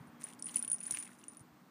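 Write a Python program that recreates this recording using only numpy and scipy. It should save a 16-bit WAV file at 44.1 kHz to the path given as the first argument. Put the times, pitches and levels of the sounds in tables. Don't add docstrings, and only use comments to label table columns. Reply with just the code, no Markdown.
import sys
import numpy as np
from scipy import signal
from scipy.fft import rfft, irfft
from scipy.io import wavfile
from scipy.ndimage import uniform_filter1d

SR = 44100
rng = np.random.default_rng(int(sys.argv[2]) if len(sys.argv) > 2 else 0)


def unload_wav(signal):
    wavfile.write(
        sys.argv[1],
        SR,
        np.round(np.clip(np.atleast_2d(signal).T, -1, 1) * 32767).astype(np.int16),
    )


def amplitude_ratio(level_db):
    exponent = np.asarray(level_db, float) / 20
    return 10 ** exponent


N = 74970
TIME = np.arange(N) / SR

# t/s, level/dB
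STIRRING = [(0, -83), (.185, -107), (.205, -65.5), (.3, -62), (.36, -92), (.43, -84), (.49, -67.5),
            (.6, -64.5), (.67, -71), (.77, -76.5), (.85, -66), (.95, -57), (1.05, -67), (1.13, -72),
            (1.4, -83), (1.47, -87.5)]
# f/Hz, level/dB
BRIGHT_COLOUR = [(1500, -13.5), (4500, -8.5), (5600, -2), (8500, 6.5), (10500, -11.5), (15000, -26)]


def evened(x):
    return x / np.sqrt(np.mean(x ** 2) + 1e-20)


def add(mix, start_s, sound):
    part = mix[max(round(start_s * SR), 0):][:len(sound)]
    part += sound[:len(part)]


def along(curve):
    return amplitude_ratio(np.interp(TIME, *np.transpose(curve)))


def colour(x, points):
    f, db = np.transpose(points)
    hz = np.fft.rfftfreq(len(x), 1 / SR)
    gain = amplitude_ratio(np.interp(np.log(hz + 1), np.log(f + 1), db))
    return irfft(rfft(x) * gain, len(x))


def resonate(x, hz, width_hz):
    turn = np.exp(2j * np.pi * hz * np.arange(len(x)) / SR)
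    r = np.exp(-np.pi * abs(width_hz) / SR)
    smooth = signal.lfilter([1 - r], [1, -r], x / turn)
    return 2 * (turn * smooth).real


def high(x, hz):
    return signal.sosfilt(signal.butter(4, hz, "high", fs=SR, output="sos"), x)


def grit(per_s, spread_db):
    chance, size, sign = rng.random((N, 3)).T
    strength = amplitude_ratio(-spread_db * np.log(size + 1e-3))
    return evened((chance < per_s / SR) * strength * (sign - .5))


def snap(noise, t60):
    fade = amplitude_ratio(-60 * np.arange(len(noise)) / SR / t60)
    burst = noise * fade
    burst = burst * np.linalg.norm(fade) / np.linalg.norm(burst)
    return colour(burst, BRIGHT_COLOUR)[:len(noise) // 2]


def bell():
    # t/s, level/dB, place on the rim/degrees, ring time to -60 dB/s
    pellet_strikes = [(.0715, -65, 7, 0.07), (.2085, -63, 27, 0.022), (.2122, -48, 11, 0.022),
                      (.2399, -30, 8, 0.036), (.287, -48, 1, 0.073), (.3255, -55, 17, 0.024),
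                      (.335, -55, 77, 0.042), (.3953, -45.5, 7, 0.035), (.4242, -25, 26, 0.0072),
                      (.4431, -36.5, -8, 0.038), (.4576, -33, -10.5, 0.045), (.4666, -32.5, 10, 0.043),
                      (.478, -47.5, 13, 0.16), (.4875, -33.5, 12, 0.012), (.494, -43, 13.5, 0.081),
                      (.5165, -45.5, 12, 0.05), (.5412, -46.5, 26, 0.061), (.5584, -18.5, 47.5, 0.039),
                      (.58, -38.5, 49, 0.16), (.5918, -30.5, -0.5, 0.053), (.6013, -65, 37, .08),
                      (0.626, -26.5, -27, 0.032), (0.648, -32, 5.5, 0.034), (.6582, -87, 8, .08),
            (0.6781, -29, 12, .035), (0.6999, -29.5, -14, .04), (.716, -20, 34, 0.032),
            (.7245, -47, -19, .03), (0.7299, -22, 22, 0.044), (0.7431, -28, 13.5, 0.038),
            (.761, -44, 20.5, 0.059), (0.7891, -48, 11, 0.033), (0.8045, -34.5, 11, .035),
            (0.8287, -39, 38, .06), (0.8347, -35.5, 41, 0.044), (0.841, -38.5, 15, 0.055),
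            (0.863, -42, 20, 0.036), (0.8652, -31, 52, 0.06), (0.9098, -24, 13, 0.038),
            (.921, -29.5, -32, .025), (0.931, -52, 30, .05), (0.9384, -32, 18, 0.084),
            (0.9465, -31, 31, 0.032),
                      (0.974, -44, 33, 0.026), (0.987, -32.5, 6, 0.067), (1.0003, -34.5, -50, 0.065),
             (1.0258, -38, -25, 0.055), (1.035, -40, 43, 0.046), (1.047, -45.5, 20, 0.055),
             (1.0565, -51.5, 26, 0.073), (1.076, -56, 22, 0.05), (1.1145, -73, 16, 0.041),
             (1.1328, -63.5, 65, 0.15), (1.191, -58, 28, 0.082), (1.2405, -57, 20, 0.047),
             (1.2822, -36.5, 10, 0.039), (1.298, -54.5, 7.2, 0.16), (1.349, -72, 6, 0.037),
             (1.37, -43.5, 13, 0.035), (1.395, -55, 15, 0.067), (1.4066, -54.5, 1, 0.04)]
    bell_hz, upper_hz, detune_hz = 9590, 9810, 15.5
    choked_gain, choke_s = .2, 0.000745
    strikes = pellet_strikes
    next_contacts = [strike[0] for strike in strikes[1:]] + [N / SR]
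    out, t = np.zeros(N), np.arange(SR // 8) / SR
    detunes = rng.standard_normal((len(strikes), 2))
    noises = rng.standard_normal((len(strikes), 512))
    for strike, after, (a, b), noise in zip(strikes, next_contacts, detunes, noises):
        s, db, deg, t60 = strike
        lower = np.cos(np.radians(deg)) * np.sin(2 * np.pi * (bell_hz + detune_hz * a) * t)
        upper = np.sin(np.radians(deg)) * np.sin(2 * np.pi * (upper_hz + detune_hz * b) * t)
        fade = amplitude_ratio(db - 60 * t / max(t60, .01))
        choke = choked_gain + (1 - choked_gain) * np.clip((after - s - t) / choke_s, 0, 1)
        onset = np.minimum(t / 0.0003, 1)
        add(out, s, fade * (lower - upper) * choke * onset)
        tick_db = 0.49 * (db + 49.5) - 45 + 3
        add(out, s, amplitude_ratio(tick_db) * high(snap(noise, .0018), 5000))
    return out + pellet_skitter(bell_hz, upper_hz)


def pellet_skitter(bell_hz, upper_hz):
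    contacts = grit(240, 2.5) * (np.arange(N) < 1.43 * SR)
    ring = resonate(contacts, bell_hz, 44.9) - .5 * resonate(contacts, upper_hz, 70)
    ticks = high(colour(contacts, BRIGHT_COLOUR), 5000)
    return along(STIRRING) * (amplitude_ratio(1) * evened(ring) + amplitude_ratio(-13) * ticks)


def taps():
    # t/s, peak level/dB, pitch f/Hz, width as a share of the pitch
    shell_knocks = [(0.234, -43.5, 7040, 0.26), (0.2364, -44, 6140, .25), (.327, -53, 3400, 0.56),
                    (.391, -48.5, 4540, 0.89), (0.4247, -36, 5450, 0.31), (0.469, -44, 2500, 0.37),
                    (.487, -40.5, 2980, 1), (.494, -38, 3250, 0.64), (0.543, -44, 1500, 2),
                    (0.5452, -43, 3570, 0.52), (0.557, -42.5, 2500, 0.6), (0.5691, -36, 2840, 0.43),
                    (.626, -50, 4000, 1.4), (0.639, -47, 1590, .6), (0.6429, -46.5, 3000, 1.1),
                    (.647, -42, 3400, 0.66), (.651, -48.5, 2600, 1.1), (.678, -48, 2770, 0.37),
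                    (.7135, -46.5, 1690, 1.1), (.716, -42, 3500, .9), (.742, -52, 2500, 0.75),
                    (.8125, -49, 2780, 0.4), (0.882, -45.5, 1590, 0.43), (.9, -44.5, 770, 1.3),
                    (.909, -42, 3050, 0.65), (.923, -42, 3500, 1.3), (0.941, -45, 1570, 0.23),
                    (0.947, -40, 2590, 0.32), (0.9718, -32.5, 2240, 0.64), (1.027, -46.5, 2100, 0.45),
                    (1.052, -54, 2200, .6), (1.068, -46.5, 2200, .6), (1.076, -45, 2480, .9),
                    (1.091, -49, 1450, 0.31), (1.118, -51.5, 2140, 0.68), (1.215, -51.5, 2760, 0.89),
                    (1.236, -53.5, 2820, 0.12), (1.349, -56.5, 2970, 0.65), (1.371, -56, 2190, 1.1)]
    # t/s, peak level/dB
    bar_clicks = [(.197, -60), (0.2, -58), (.2045, -62), (.253, -53), (0.3036, -49), (.335, -42.5),
                  (.3495, -55), (.476, -46), (.482, -39), (0.51, -43), (.513, -41), (.528, -54),
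                  (0.5449, -33), (.5695, -26.5), (0.58, -41), (0.584, -33), (.5875, -52.5), (.626, -31),
                  (0.658, -47), (0.7134, -45.5), (0.7159, -29.5), (0.7004, -40.5), (0.784, -42.5),
                  (.8125, -52), (.8559, -36.5), (.862, -36), (0.8813, -41), (0.894, -48.5), (.9094, -20),
                  (.9234, -31), (0.933, -37), (.955, -56), (.972, -29.5), (0.9738, -35.5), (1.026, -36),
                  (1.055, -45), (1.077, -50), (1.143, -59), (1.187, -53), (1.197, -56), (1.24, -41.5),
                  (1.247, -55), (1.32, -53.5), (1.335, -47.5), (1.37, -43), (1.348, -50)]
    knock_t60, click_t60, snap_db = .005, .003, -4
    out, t = np.zeros(N), np.arange(512) / SR
    noises = rng.standard_normal((len(shell_knocks) + len(bar_clicks), 512))
    for (s, db, hz, wide), noise in zip(shell_knocks, noises):
        burst = noise * amplitude_ratio(-60 * t / knock_t60)
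        knock = resonate(resonate(burst, hz, wide * hz), hz, wide * hz)
        edge = amplitude_ratio(snap_db) * high(burst, 0.5 * hz) * wide / 2
        add(out, s, amplitude_ratio(db) * (knock / abs(knock).max() + edge))
    for (s, db), noise in zip(bar_clicks, noises[len(shell_knocks):]):
        click = snap(noise, click_t60)
        add(out, s, amplitude_ratio(db) * click / abs(click).max())
    return out


def rustle():
    # f/Hz, level/dB
    cloth_colour = [(300, -28), (900, -6), (2200, -1), (4600, -9), (7500, -5.5), (9800, -6.5),
                    (11000, -16.5), (14500, -12.5)]
    rattles_per_s = 700
    low, bright = grit(rattles_per_s, 2), grit(rattles_per_s, 2)
    hollow = evened(resonate(resonate(low, 2307, 1440), 1950, 1300))
    rattle = hollow + amplitude_ratio(-22) * evened(colour(bright, BRIGHT_COLOUR))
    lumps = amplitude_ratio(4.5 * evened(uniform_filter1d(rng.standard_normal(N), 160)))
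    rub = evened(colour(rng.standard_normal(N), cloth_colour)) * lumps
    return along(STIRRING) * (amplitude_ratio(0.5) * rub + amplitude_ratio(-5) * evened(rattle))


def thumps():
    # t/s, level/dB, f/Hz
    paw_pushes = [
        (.004, -44, 140),
        (0.079, -59, 93),
        (.905, -65, 64),
        (.925, -47.5, 151),
        (1.407, -47, 120.5),
        (1.509, -65, 72),
    ]
    # t/s, length/s, f/Hz, level/dB
    squeak = (.125, .1, 3270, -76)
    out, t = np.zeros(N), np.arange(SR // 10) / SR
    for s, db, hz in paw_pushes:
        swell = np.e * t * hz * np.exp(-t * hz * 1.66)
        add(out, s, amplitude_ratio(db) * swell * np.sin(2 * np.pi * hz * t))
    s, length, hz, db = squeak
    swell = np.sin(np.pi * np.clip(t / length, 0, 1))
    add(out, s, amplitude_ratio(db) * swell * np.sin(2 * np.pi * hz * t))
    return out


def room_tone():
    # f/Hz, level/dB
    air_colour = [(20, -56.5), (60, -38.5), (130, -9), (280, -8), (500, -16.5), (1100, -13.5), (2200, -24),
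                  (5000, -43.5)]
    # t/s, level/dB
    room_drift = [(0.0, -56.5), (1.7, -62)]
    # f/Hz, width/Hz, level/dB
    hum_bands = [(183, 88, -6), (236.9, 23, -8.5), (297, 17, -9.5)]
    # f/Hz, level/dB
    hiss_colour = [(4000, 15), (9500, 9), (10800, -8), (12000, 9), (15000, 13.5)]
    air_noise, hum_noise, hiss_noise = rng.standard_normal((N, 3)).T
    hum = np.zeros(N)
    for hz, width, db in hum_bands:
        hum += amplitude_ratio(db) * evened(resonate(resonate(hum_noise, hz, width), hz, width))
    note_db = -1 - 5 * np.minimum(TIME, 1)
    hum += amplitude_ratio(note_db) * np.sin(2 * np.pi * 239.5 * TIME)
    air = evened(colour(air_noise, air_colour))
    hiss = amplitude_ratio(-85.5) * high(colour(hiss_noise, hiss_colour), 2500)
    return along(room_drift) * (amplitude_ratio(-3.5) * air + amplitude_ratio(-1) * hum) + hiss


def scene():
    ball, t = bell() + taps(), np.arange(SR // 5) / SR
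    room_db, room_t60 = -15, .09
    tail = rng.standard_normal(len(t)) * amplitude_ratio(-60 * t / room_t60) * (t > .002)
    wet = signal.fftconvolve(ball, tail / np.linalg.norm(tail))[:N]
    return (ball + amplitude_ratio(room_db) * wet + rustle() + thumps() + room_tone())[None]


def low_pass(x):
    return signal.sosfilt(signal.butter(12, 16380, fs=SR, output="sos"), x)


def record(dry):
    # start t/s, end t/s, lowest f/Hz, highest f/Hz
    dropouts = [(0.208, 0.24, 10500, 11800), (0.287, .37, 10300, 11000), (.401, .42, 10700, 13600),
                (0.414, .478, 10740, 16000), (.562, .567, 11460, 14000), (.6, .62, 11800, 13200),
                (.48, .533, 10700, 11500), (0.67, .675, 10700, 13500), (0.683, .697, 10700, 16000),
                (0.699, .72, 14500, 16000), (.703, .713, 10700, 14600), (0.717, .758, 10770, 16000),
                (.758, .785, 10570, 11600), (.758, .77, 13500, 16000), (.79, 0.806, 10800, 14000),
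                (.838, .882, 10800, 13000), (1.01, 1.035, 11200, 12700), (1.056, 1.075, 11600, 13400),
                (1.09, 1.23, 10600, 11050), (1.24, 1.256, 10500, 12000), (1.268, 1.287, 10500, 11300),
                (1.282, 1.3, 10600, 16000), (1.293, 1.365, 10500, 11100), (1.382, 1.41, 10300, 11600),
                (1.375, 1.39, 11600, 14000)]
    spike_db = -42
    x = signal.oaconvolve(dry, signal.firwin(255, 15400, fs=SR)[None], "same")
    lost = 0
    for start, end, low_hz, top_hz in dropouts:
        band_filter = signal.firwin(511, [low_hz, top_hz], pass_zero=False, fs=SR)
        band = signal.oaconvolve(x, band_filter[None], "same")
        quiet = uniform_filter1d(band[0] ** 2, size=64) < amplitude_ratio(2 * spike_db)
        gate = 1. * (TIME > start) * (TIME < end) * quiet
        lost = lost + band * uniform_filter1d(gate, size=128)
    mix = high(x - lost, 40)
    return low_pass(mix)


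dry = scene()
out = record(dry)
unload_wav(out)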